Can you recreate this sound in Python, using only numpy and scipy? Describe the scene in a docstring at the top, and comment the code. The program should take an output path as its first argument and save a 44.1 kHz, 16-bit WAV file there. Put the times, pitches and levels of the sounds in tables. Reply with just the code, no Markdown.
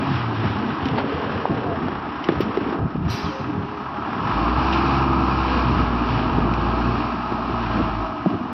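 """Crane diesel setting down a steel column.

The six-cylinder engine slows to idle, a valve lets off air, then it revs up under load and eases.
Firings slap the block and boom in the exhaust pipe; concrete walls throw the clatter back.
Steel knocks, rattles and scrapes, with one sharp clack. Gusts buffet the microphone."""
import sys
import numpy as np
from scipy import signal
from scipy.fft import rfft, irfft
from scipy.io import wavfile

SR = 44100
rng = np.random.default_rng(int(sys.argv[2]) if len(sys.argv) > 2 else 0)


def digitize_waveform(pressure):
    """Quantize a signal to 16-bit integers and store it at the path in sys.argv[1].

    Rows of a 2-D input are taken as channels; values are limited to [-1, 1].
    """
    field = np.atleast_2d(pressure).T
    bounded = np.clip(field, -1, 1)
    quanta = np.round(bounded * 32767).astype(np.int16)
    wavfile.write(sys.argv[1], SR, quanta)


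N = 376155
T, HZ = np.arange(N) / SR, np.fft.rfftfreq(N, 1 / SR)

# t/s, firing rate/Hz
FIRING_RATE = [(0, 73), (.1, 70), (.2, 59.5), (.33, 56), (.6, 52), (1.4, 36), (2.0, 29), (2.9, 34.2),
               (3.6, 32.6), (4.15, 38.5), (4.39, 54.5), (4.6, 65), (4.83, 68), (5.5, 64.7), (5.87, 59.3),
               (6.35, 56.5), (7.1, 60.2), (7.6, 58.3), (8.05, 52.5), (8.53, 44)]
# t/s, load/0-1
ENGINE_LOAD = [(1.6, 0), (2.0, .45), (2.7, .47), (3.05, .24), (3.2, .45), (3.7, .47), (4.05, 1), (4.8, 1),
               (5.5, .85), (6.25, .7), (6.7, .92), (7.05, .62), (7.3, .54), (7.6, .68), (8.04, .73),
               (8.14, .45), (8.53, .3)]
CYLINDERS = 6


def diesel(jitter=.002):
    """One crankshaft drives block and exhaust; the clatter echoes off the walls."""
    firings = np.cumsum(curve(FIRING_RATE) * (1 + jitter * drift(8))) / SR
    clatter = colour(walls(block(firings)), TREBLE_CUT)
    return clatter + exhaust_tones(firings) + exhaust_drone(firings) + exhaust_boom(firings)


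def speed_octaves(ref_hz=60):
    """Firing rate in octaves above ref_hz."""
    return np.log2(curve(FIRING_RATE) / ref_hz)


def effort_db(base_db=-26.5, db_per_octave=10, db_per_load=12):
    """The engine gets louder with speed and load."""
    return base_db + db_per_octave * speed_octaves() + db_per_load * (curve(ENGINE_LOAD) - 1)


def vibration(firings, roughness, size=4096):
    """Shaking that repeats with each round of the cylinders, blended with noise."""
    pattern = irfft(np.exp(2j * np.pi * rng.random(size // 8)), size)
    repeating = np.interp(firings / CYLINDERS % 1, np.arange(size) / size, pattern, period=1)
    return np.sqrt(1 - roughness) * unit(repeating) + 2 * np.sqrt(roughness) * noise()


# clatter under load: f/Hz, level/dB
LOADED_SPECTRUM = [(300, -22.5), (430, -19.5), (475, -27.5), (540, -28.5), (600, -8.5), (760, -2.5),
                   (818, 0), (960, -1), (1050, 1.5), (1160, -0.5), (1290, 3), (1370, -3), (1490, -15.5),
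                   (1650, -9), (1760, -22), (2000, -28), (2400, -12.5), (2880, -17), (3300, -28.5),
                   (4400, -24.5), (5800, -31.5), (8000, -40.5)]
# looser, hissier clatter, running throughout on its own level curve: f/Hz, level/dB
LOOSE_SPECTRUM = [(260, -24.5), (410, -11.5), (480, -19), (550, -10.5), (650, -11), (869, -1.5), (1120, -1),
                  (1460, -7), (1630, -6), (2170, -15), (2890, -13), (4710, -27.5), (5350, -25.5),
                  (5700, -30.5), (7410, -73), (12500, -120)]
# t/s, relative level/dB
LOOSE_LEVEL = [(0, -34.5), (1.3, -35), (2.2, -38.5), (2.45, -39.5), (2.7, -36), (2.82, -44.5),
               (2.94, -46.5), (3.0, -51.5), (3.08, -40), (3.2, -37), (3.8, -43.5), (4.3, -35), (5.0, -37.5),
               (6.0, -37.5), (7.3, -41), (7.8, -37.5), (8.15, -44.5), (8.3, -47), (8.53, -40.5)]


def block(firings, uneven_db=2.6, slap_firings=.35, bright_db_per_octave=10.5, gain_db=2.5):
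    """Each firing slaps the block, most distinctly at idle. Load brings out the ring near 1 kHz."""
    cylinder_gain = amp(uneven_db * rng.standard_normal(CYLINDERS))[firings.astype(int) % CYLINDERS]
    slap_depth = .56 * 40 / curve(FIRING_RATE)
    slaps = 1 + slap_depth * cylinder_gain * np.exp(-(firings % 1) / slap_firings)
    drive = vibration(firings, roughness=.81) * slaps * amp(.16 * drift(5))
    wander_db = 1.51 * drift(5)
    bright_db = bright_db_per_octave * speed_octaves() - 1.4
    loaded = brighten(voiced(drive, LOADED_SPECTRUM), bright_db + wander_db, split_hz=1900)
    loose = brighten(voiced(drive, LOOSE_SPECTRUM), 1.5 + wander_db, split_hz=1450)
    return amp(gain_db) * (amp(effort_db()) * loaded + amp(curve(LOOSE_LEVEL)) * loose)


# deep pipe resonance: f/Hz, gain/dB
BOOM_RESPONSE = [(36, -54), (42, -43.5), (48, -25), (58, -26), (67, -35), (80, -50)]
# second firing harmonic: t/s, level/dB
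SECOND_HARMONIC = [(0, -49), (.1, -25.5), (.2, -33), (.46, -25), (.58, -32), (.7, -52.5), (4.6, -49),
                   (5.0, -25.5), (5.4, -36.5), (5.9, -34), (6.9, -32), (7.15, -42), (7.45, -43.5),
                   (7.65, -29), (8.0, -33), (8.15, -52)]


def exhaust_boom(firings, db_per_octave=14.5, knee_load=.77, db_per_load=61):
    """The lowest tone sweeps the pipe resonance and collapses off load; its octave wavers above."""
    resonance_db = np.interp(.92 * curve(FIRING_RATE), *np.transpose(BOOM_RESPONSE))
    collapse_db = db_per_load * np.minimum(curve(ENGINE_LOAD) - knee_load, 0)
    boom = amp(resonance_db + db_per_octave * speed_octaves() + collapse_db) * tone(firings, .98)
    return boom + amp(curve(SECOND_HARMONIC) + 2.5 * drift(9)) * tone(firings, 2)


# f/Hz, gain/dB
PIPE_RESPONSE = [(165, -12.5), (205, -11.5), (238, -4), (270, -11), (300, -12), (335, -3.5), (375, -20),
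                 (450, -17.5), (520, -35)]


def exhaust_tones(firings, throb_depth=.55, waver_db=2):
    """Firing harmonics 3-7, shaped by the pipe, throb once per crank turn."""
    tones = np.zeros(N)
    for k in range(3, 8):
        pipe_db = np.interp(k * curve(FIRING_RATE), *np.transpose(PIPE_RESPONSE))
        tones += amp(pipe_db + waver_db * drift(9)) * tone(firings, k)
    throb = 1 + throb_depth * np.sin(2 * np.pi * firings / 3)
    return exhaust_gain() * throb * tones


# f/Hz, level/dB
DRONE_SPECTRUM = [(50, -29), (90, 0.5), (130, 2.5), (200, -5), (260, 8.5), (330, -2), (410, -22),
                  (490, -26.5), (800, -43.5)]


def exhaust_drone(firings, extra_db_per_load=6):
    """Crank and cylinder orders drone, growing with speed and load."""
    drone = voiced(vibration(firings, roughness=.15), DRONE_SPECTRUM)
    return exhaust_gain() * amp(-10.5 + extra_db_per_load * (curve(ENGINE_LOAD) - 1)) * drone


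def exhaust_gain(extra_db_per_octave=6.5):
    """Tones and drone grow faster with speed than the clatter."""
    return amp(effort_db() + extra_db_per_octave * speed_octaves())


# t/s, level/dB
AIR_LEVEL = [(3.07, -85), (3.085, -52), (3.103, -34.5), (3.14, -35.5), (3.22, -41), (3.38, -47.5),
             (3.55, -59)]
# f/Hz, level/dB
AIR_SPECTRUM = [(1200, -5.5), (2600, 2), (3400, -3), (4200, 0), (5600, -5.5), (6380, -11.5), (6600, -32.5),
                (8200, -20), (10000, -25), (12500, -16), (15500, -28)]
# f/Hz, relative level/dB
NOZZLE_WHISTLES = [(3952, -50), (4748, -52), (4872, -50), (5130, -52), (5190, -52), (5573, -53),
                   (5677, -52)]


def air_valve(reflection=.62, delay_s=.0026, split_hz=7000):
    """A jet, combed by a near reflection, dulls and dies as pressure drops; the nozzle whistles."""
    level_db = curve(AIR_LEVEL)
    drop_db = level_db - level_db.max()
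    jet = voiced(noise(), AIR_SPECTRUM)
    jet = unit(jet + reflection * np.interp(T - delay_s, T, jet))
    body = irfft(rfft(jet) / (1 + (HZ / split_hz) ** 20), N)
    hiss = amp(level_db) * (body + (jet - body) * amp(1.5 * drop_db))
    whistles = sum(amp(db) * unit(drift(14) * np.sin(2 * np.pi * hz * T)) for hz, db in NOZZLE_WHISTLES)
    ring = swell(AIR_LEVEL[1][0], length_s=.16, rise_s=.015, fall_s=.25)
    return hiss + amp(2 + .63 * drop_db) * ring * whistles


# t/s, level/dB, f/Hz, t60/s, crack level/dB
BLOWS = [(0.856, -13, 261, 0.043, -28), (1.4549, -2.5, 814, 0.0055, -39), (1.884, -9.5, 700, 0.0032, -26),
         (2.287, -12, 1100, .008, -19), (2.2903, -0.3, 310, .011, -31), (2.2956, -10, 270, 0.013, -35),
         (2.3023, -12, 365, 0.0093, -38), (2.323, -9, 337, 0.013, -33), (2.4042, -6, 362, 0.019, -34),
         (2.5729, -6.5, 389, 0.025, -25), (2.725, -14.5, 355, 0.015, -34), (2.957, -6.5, 205, 0.0098, -56),
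         (3.873, -24, 1000, 0.0069, -38), (6.384, -7.5, 315, 0.02, -35), (7.321, -12.5, 330, 0.021, -32),
         (8.26, -8, 620, 0.0086, -43), (8.26, -5.5, 294, 0.016, -46), (8.265, -6.5, 194, 0.046, -72),
         (8.336, -18, 372, 0.031, -51), (8.41, -14.5, 236, 0.067, -47)]
# f/Hz, level/dB
CRACK_SPECTRUM = [(200, -9), (800, 10), (1800, -2), (2400, -4), (3200, -10), (4500, -14.5), (6000, -33)]
# f/Hz, gain/dB
BASS_CUT = [(50, -22), (160, -3)]
# also on clatter, rattles and scrape: f/Hz, gain/dB
TREBLE_CUT = [(5750, -0.5), (6100, -38.5), (6850, -10), (7300, -29), (8100, -18.5), (9000, -37.5),
              (15000, -34.5)]


def knocks():
    """Heavily damped blows: a few swings of one low mode under a short crack."""
    out, t = np.zeros(N), T[:SR // 8]
    crack = voiced(noise(), CRACK_SPECTRUM)
    for start_s, db, hz, t60_s, crack_db in BLOWS:
        age = 9 * t / t60_s
        thud = amp(db) * age * np.exp(1 - age) * np.sin(2 * np.pi * hz * t)
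        add(out, start_s, thud + burst(crack, start_s, crack_db, t60_s=.041))
    return colour(out, BASS_CUT + TREBLE_CUT)


# t/s, gain/dB
CLACK_HIT = (2.287, -13.5)
# f/Hz, relative level/dB, t60/s
CLACK_MODES = [(829, -1.5, 0.057), (1710, 0.5, 0.018), (2340, -19, 0.055), (3000, -10, 0.018),
               (3440, -10, 0.022)]


def steel_clack(rise_s=.00057):
    """Steel meets steel and rings briefly; the walls answer."""
    out, t = np.zeros(N), T[:SR // 4]
    start_s, gain_db = CLACK_HIT
    ring = sum(amp(db - 60 * t / t60_s) * np.sin(2 * np.pi * hz * t) for hz, db, t60_s in CLACK_MODES)
    add(out, start_s, amp(gain_db) * ring * (1 - np.exp(-t / rise_s)))
    return walls(out, echo_db=-15)


# t/s, length/s, buffet level/dB, flutter level/dB
RUMBLE_SPANS = [(0, 0.02, -21, -21.5), (0.042, 0.35, -30.5, -31.5), (0.389, 0.099, -25, -26.5),
                (.53, 0.18, -30.5, -29.5), (0.794, 0.26, -29, -29.5), (1.143, 0.28, -32.5, -32.5),
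                (1.505, 0.1, -21.5, -29), (1.627, 0.31, -32.5, -30.5), (2.307, 0.19, -33, -31),
                (2.544, 0.26, -56, -30.5), (2.799, 0.065, -22, -35), (2.953, 0.13, -19.5, -36.5),
                (3.239, 0.023, -24, -37), (3.407, 0.23, -28.5, -35.5), (4.122, 1.7, -30.5, -35.5),
                (5.477, 1.58, -30.5, -29.5), (6.297, 0.13, -21.5, -31), (7.345, 0.54, -37.5, -32),
                (7.784, 0.044, -25.5, -24.5), (8.297, 0.16, -47, -31)]
# f/Hz, level/dB
BUFFET_SPECTRUM = [(20, -26.5), (45, -18), (62, -7), (80, 1.5), (130, 2), (190, -0.5), (260, -11),
                   (400, -37.5)]
# f/Hz, level/dB
FLUTTER_SPECTRUM = [(120, -28), (210, 3.5), (290, 2.5), (380, -2.5), (480, -11.5), (560, -15), (700, -8.5),
                    (1000, -18), (2000, -31.5)]


def rumbles(breeze_buffet_db=-38, breeze_flutter_db=-33, lumpy_db=2.5):
    """Low rumbles over a breeze: wind gusts, a short opening thump, and rumble after the knocks."""
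    buffet_power, flutter_power = amp([breeze_buffet_db, breeze_flutter_db]) ** 2
    for start_s, length_s, buffet_db, flutter_db in RUMBLE_SPANS:
        envelope = swell(start_s, length_s, rise_s=.011, fall_s=.048)
        buffet_power += (amp(buffet_db) * envelope) ** 2
        flutter_power += (amp(flutter_db) * envelope) ** 2
    buffet = voiced(noise() * amp(lumpy_db * (drift(29) + drift(7.2))), BUFFET_SPECTRUM)
    flutter = voiced(noise() * amp(lumpy_db * drift(25)), FLUTTER_SPECTRUM)
    return buffet * np.sqrt(buffet_power) + flutter * np.sqrt(flutter_power)


# t/s, level/dB, t60/s, tick level/dB
RATTLE_HITS = [(0.855, -25.5, 0.039, -62), (0.886, -23.5, 0.015, -79), (2.241, -29.5, 0.048, -87),
               (2.406, -29, 0.15, -44), (4.726, -26, 0.16, -83), (6.538, -27, 0.022, -66)]
# f/Hz, level/dB
RATTLE_SPECTRUM = [(700, -25), (1500, -1), (2000, -3.5), (2900, 0.5), (4200, -10.5), (5800, -10),
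                   (8000, -25)]
# f/Hz, level/dB
TICK_SPECTRUM = [(3000, -7), (5000, -5), (7000, -17), (15000, 11)]


def rattles():
    """Loose metal clacks; a few clacks carry a fine treble tick."""
    clacks, ticks = np.zeros((2, N))
    clack, tick = voiced(noise(), RATTLE_SPECTRUM), voiced(noise(), TICK_SPECTRUM)
    for start_s, db, t60_s, tick_db in RATTLE_HITS:
        add(clacks, start_s, burst(clack, start_s, db, t60_s))
        add(ticks, start_s, burst(tick, start_s, tick_db, t60_s=.04))
    return colour(clacks, TREBLE_CUT) + ticks


# t/s, level/dB
SCRAPE_LEVEL = [(.93, -73), (.955, -44), (.985, -19), (1.005, -26), (1.04, -51), (1.07, -76)]


def scrape(grit_db=1):
    """Steel scrapes briefly in uneven slips."""
    slips = voiced(noise() * amp(grit_db * drift(400)), CRACK_SPECTRUM)
    return colour(slips, TREBLE_CUT) * amp(curve(SCRAPE_LEVEL))


# t/s, length/s, start f/Hz, end f/Hz, level/dB
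GLIDES = [(0, 0.13, 273, 269, -31), (0.54, 0.22, 199.5, 252.3, -31), (0.819, 0.36, 250, 291.4, -32),
          (1.64, 0.14, 727, 634, -33), (3.0, 1, 405.6, 408.3, -42), (3.234, 0.087, 3600, 2800, -47),
          (3.291, 0.14, 532, 544, -37.5), (4.399, 0.26, 292, 308, -34.5), (4.999, 0.424, 245.6, 260.6, -33),
          (5.42, 0.24, 505, 490, -38), (5.7, 0.87, 254, 244, -33.5), (8.018, 0.17, 634, 638, -39)]


def gliding_tones(wobble=.03):
    """Short gliding, trembling tones: low engine hums, thin whines and one high squeak."""
    out, tremble = np.zeros(N), 1 + wobble * drift(160)
    for start_s, length_s, start_hz, end_hz, db in GLIDES:
        hz = np.linspace(start_hz, end_hz, round(length_s * SR))
        turns = np.cumsum(hz * tremble[round(start_s * SR):][:len(hz)]) / SR
        glide = np.sin(2 * np.pi * turns) * signal.windows.tukey(len(hz), .5)
        add(out, start_s, amp(db) * unit(glide))
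    return out


# t/s, length/s, level/dB
GRIND_SPANS = [(0.4, 0.33, -38.5), (0.935, 0.79, -30.5), (1.79, 0.3, -43), (2.332, 0.504, -36),
               (4.2, 2.75, -39.5), (7.767, 0.041, -36)]
# f/Hz, level/dB
GRIND_SPECTRUM = [(300, -36), (390, 4), (500, 0.5), (620, -7), (800, -5)]


def grind(grit_db=1):
    """Uneven slips ring a low, hollow resonance."""
    level = sum(amp(db) * swell(s, length_s, rise_s=.13, fall_s=.051) for s, length_s, db in GRIND_SPANS)
    return level * voiced(noise() * amp(grit_db * drift(60)), GRIND_SPECTRUM)


def hum(hz=298.3, level_db=-39.5):
    """A faint, wavering machine hum, independent of engine speed."""
    return amp(level_db) * wavering(hz, wobble=.0049, wobble_hz=13.7, waver_db=5, waver_hz=11)


# t/s, level/dB
WHINE_LEVEL = [(5.5, -65), (6.2, -42), (7.3, -46), (7.75, -39), (8.53, -45)]


def whine(hz=644):
    """A thin machine whine that comes up as the engine eases."""
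    return amp(curve(WHINE_LEVEL)) * wavering(hz, wobble=.0036, wobble_hz=7.8, waver_db=4.5, waver_hz=17)


# t/s, length/s, level/dB
SIZZLE_SPANS = [(2.5, .3, -85), (3.805, 0.041, -77), (4.55, .25, -84), (7.278, .1, -79), (7.8, .05, -80.5)]


def sizzle(slips_per_s=450, spread_db=4, clump_db=1.5):
    """Steel slides on steel: tiny separate slips in clumps, high in the treble."""
    level = sum(amp(db) * swell(s, length_s, rise_s=.07, fall_s=.1) for s, length_s, db in SIZZLE_SPANS)
    slips = (rng.random(N) < slips_per_s / SR) * amp(spread_db * noise())
    return level * voiced(slips * amp(-clump_db * drift(30)), TICK_SPECTRUM)


def walls(x, echo_db=-9, t60_s=.48, echoes_per_s=600, gap_s=.004):
    """Scattered reflections from concrete and steel."""
    t = T[:SR // 2]
    taps = rng.standard_normal(len(t)) * (rng.random(len(t)) < echoes_per_s / SR)
    taps *= amp(-60 * t / t60_s) * (t > gap_s)
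    wet = signal.fftconvolve(x, taps / np.linalg.norm(taps))[:N]
    return (x + amp(echo_db) * wet) / np.hypot(1, amp(echo_db))


def amp(db):
    """Decibels to gain."""
    return 10 ** (np.asarray(db) / 20)


def unit(x):
    """Scales to rms 1."""
    return x / np.sqrt(np.mean(x ** 2) + 1e-20)


def curve(rows):
    """A time table at every sample."""
    return np.interp(T, *np.transpose(rows))


def swell(start_s, length_s, rise_s, fall_s):
    """Rise, hold and fall envelope."""
    end_s = start_s + length_s
    return curve([(start_s - rise_s, 0), (start_s, 1), (end_s, 1), (end_s + fall_s, 0)])


def colour(x, points):
    """Filters by (f/Hz, gain/dB) points."""
    hz, db = np.transpose(points)
    return irfft(rfft(x) * amp(np.interp(np.log(HZ + 1), np.log(hz), db)), N)


def voiced(x, points):
    """Filters with a steep roll-off past the last point, rms 1."""
    return unit(colour(x, list(points) + [(2 * points[-1][0], -100)]))


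def brighten(x, db, split_hz):
    """Treble shelf."""
    treble = irfft(rfft(x) / (1 + (split_hz / (HZ + 1)) ** 8), N)
    return x + treble * (amp(db) - 1)


def noise():
    """White noise."""
    return rng.standard_normal(N)


def drift(hz):
    """Random motion up to about hz, rms 1."""
    return unit(irfft(rfft(noise()) * np.exp(-(HZ / hz) ** 2), N))


def tone(firings, multiple):
    """Sine at a multiple of the firing rate, random phase, rms 1."""
    return np.sqrt(2) * np.sin(2 * np.pi * (multiple * firings + rng.random()))


def wavering(hz, wobble, wobble_hz, waver_db, waver_hz):
    """Sine with wobbling pitch and wavering level, rms 1."""
    turns = np.cumsum(hz * (1 + wobble * drift(wobble_hz))) / SR
    return unit(np.sin(2 * np.pi * turns) * amp(waver_db * drift(waver_hz)))


def burst(source, start_s, db, t60_s):
    """A slice of noise that starts at once and decays."""
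    t = T[:SR // 8]
    return amp(db - 60 * t / t60_s) * source.take(round(start_s * SR) + np.arange(len(t)), mode="wrap")


def add(mix, start_s, sound):
    """Mixes a sound in at start_s."""
    part = mix[round(start_s * SR):][:len(sound)]
    part += sound[:len(part)]


def scene(hiss_db=-92):
    """Machine, rumbles, steel and air over a very faint hiss, mono."""
    mix = diesel() + hum() + whine() + rumbles()
    mix += knocks() + steel_clack() + rattles() + scrape() + gliding_tones() + grind() + sizzle()
    return (mix + air_valve() + amp(hiss_db) * noise())[None]


def record(dry, cutoff_hz=15700):
    """Steep low-pass."""
    lowpass = signal.firwin(511, cutoff_hz, window=("kaiser", 9), fs=SR)
    return signal.oaconvolve(dry, lowpass[None], "same")


dry = scene()
out = record(dry)
digitize_waveform(out)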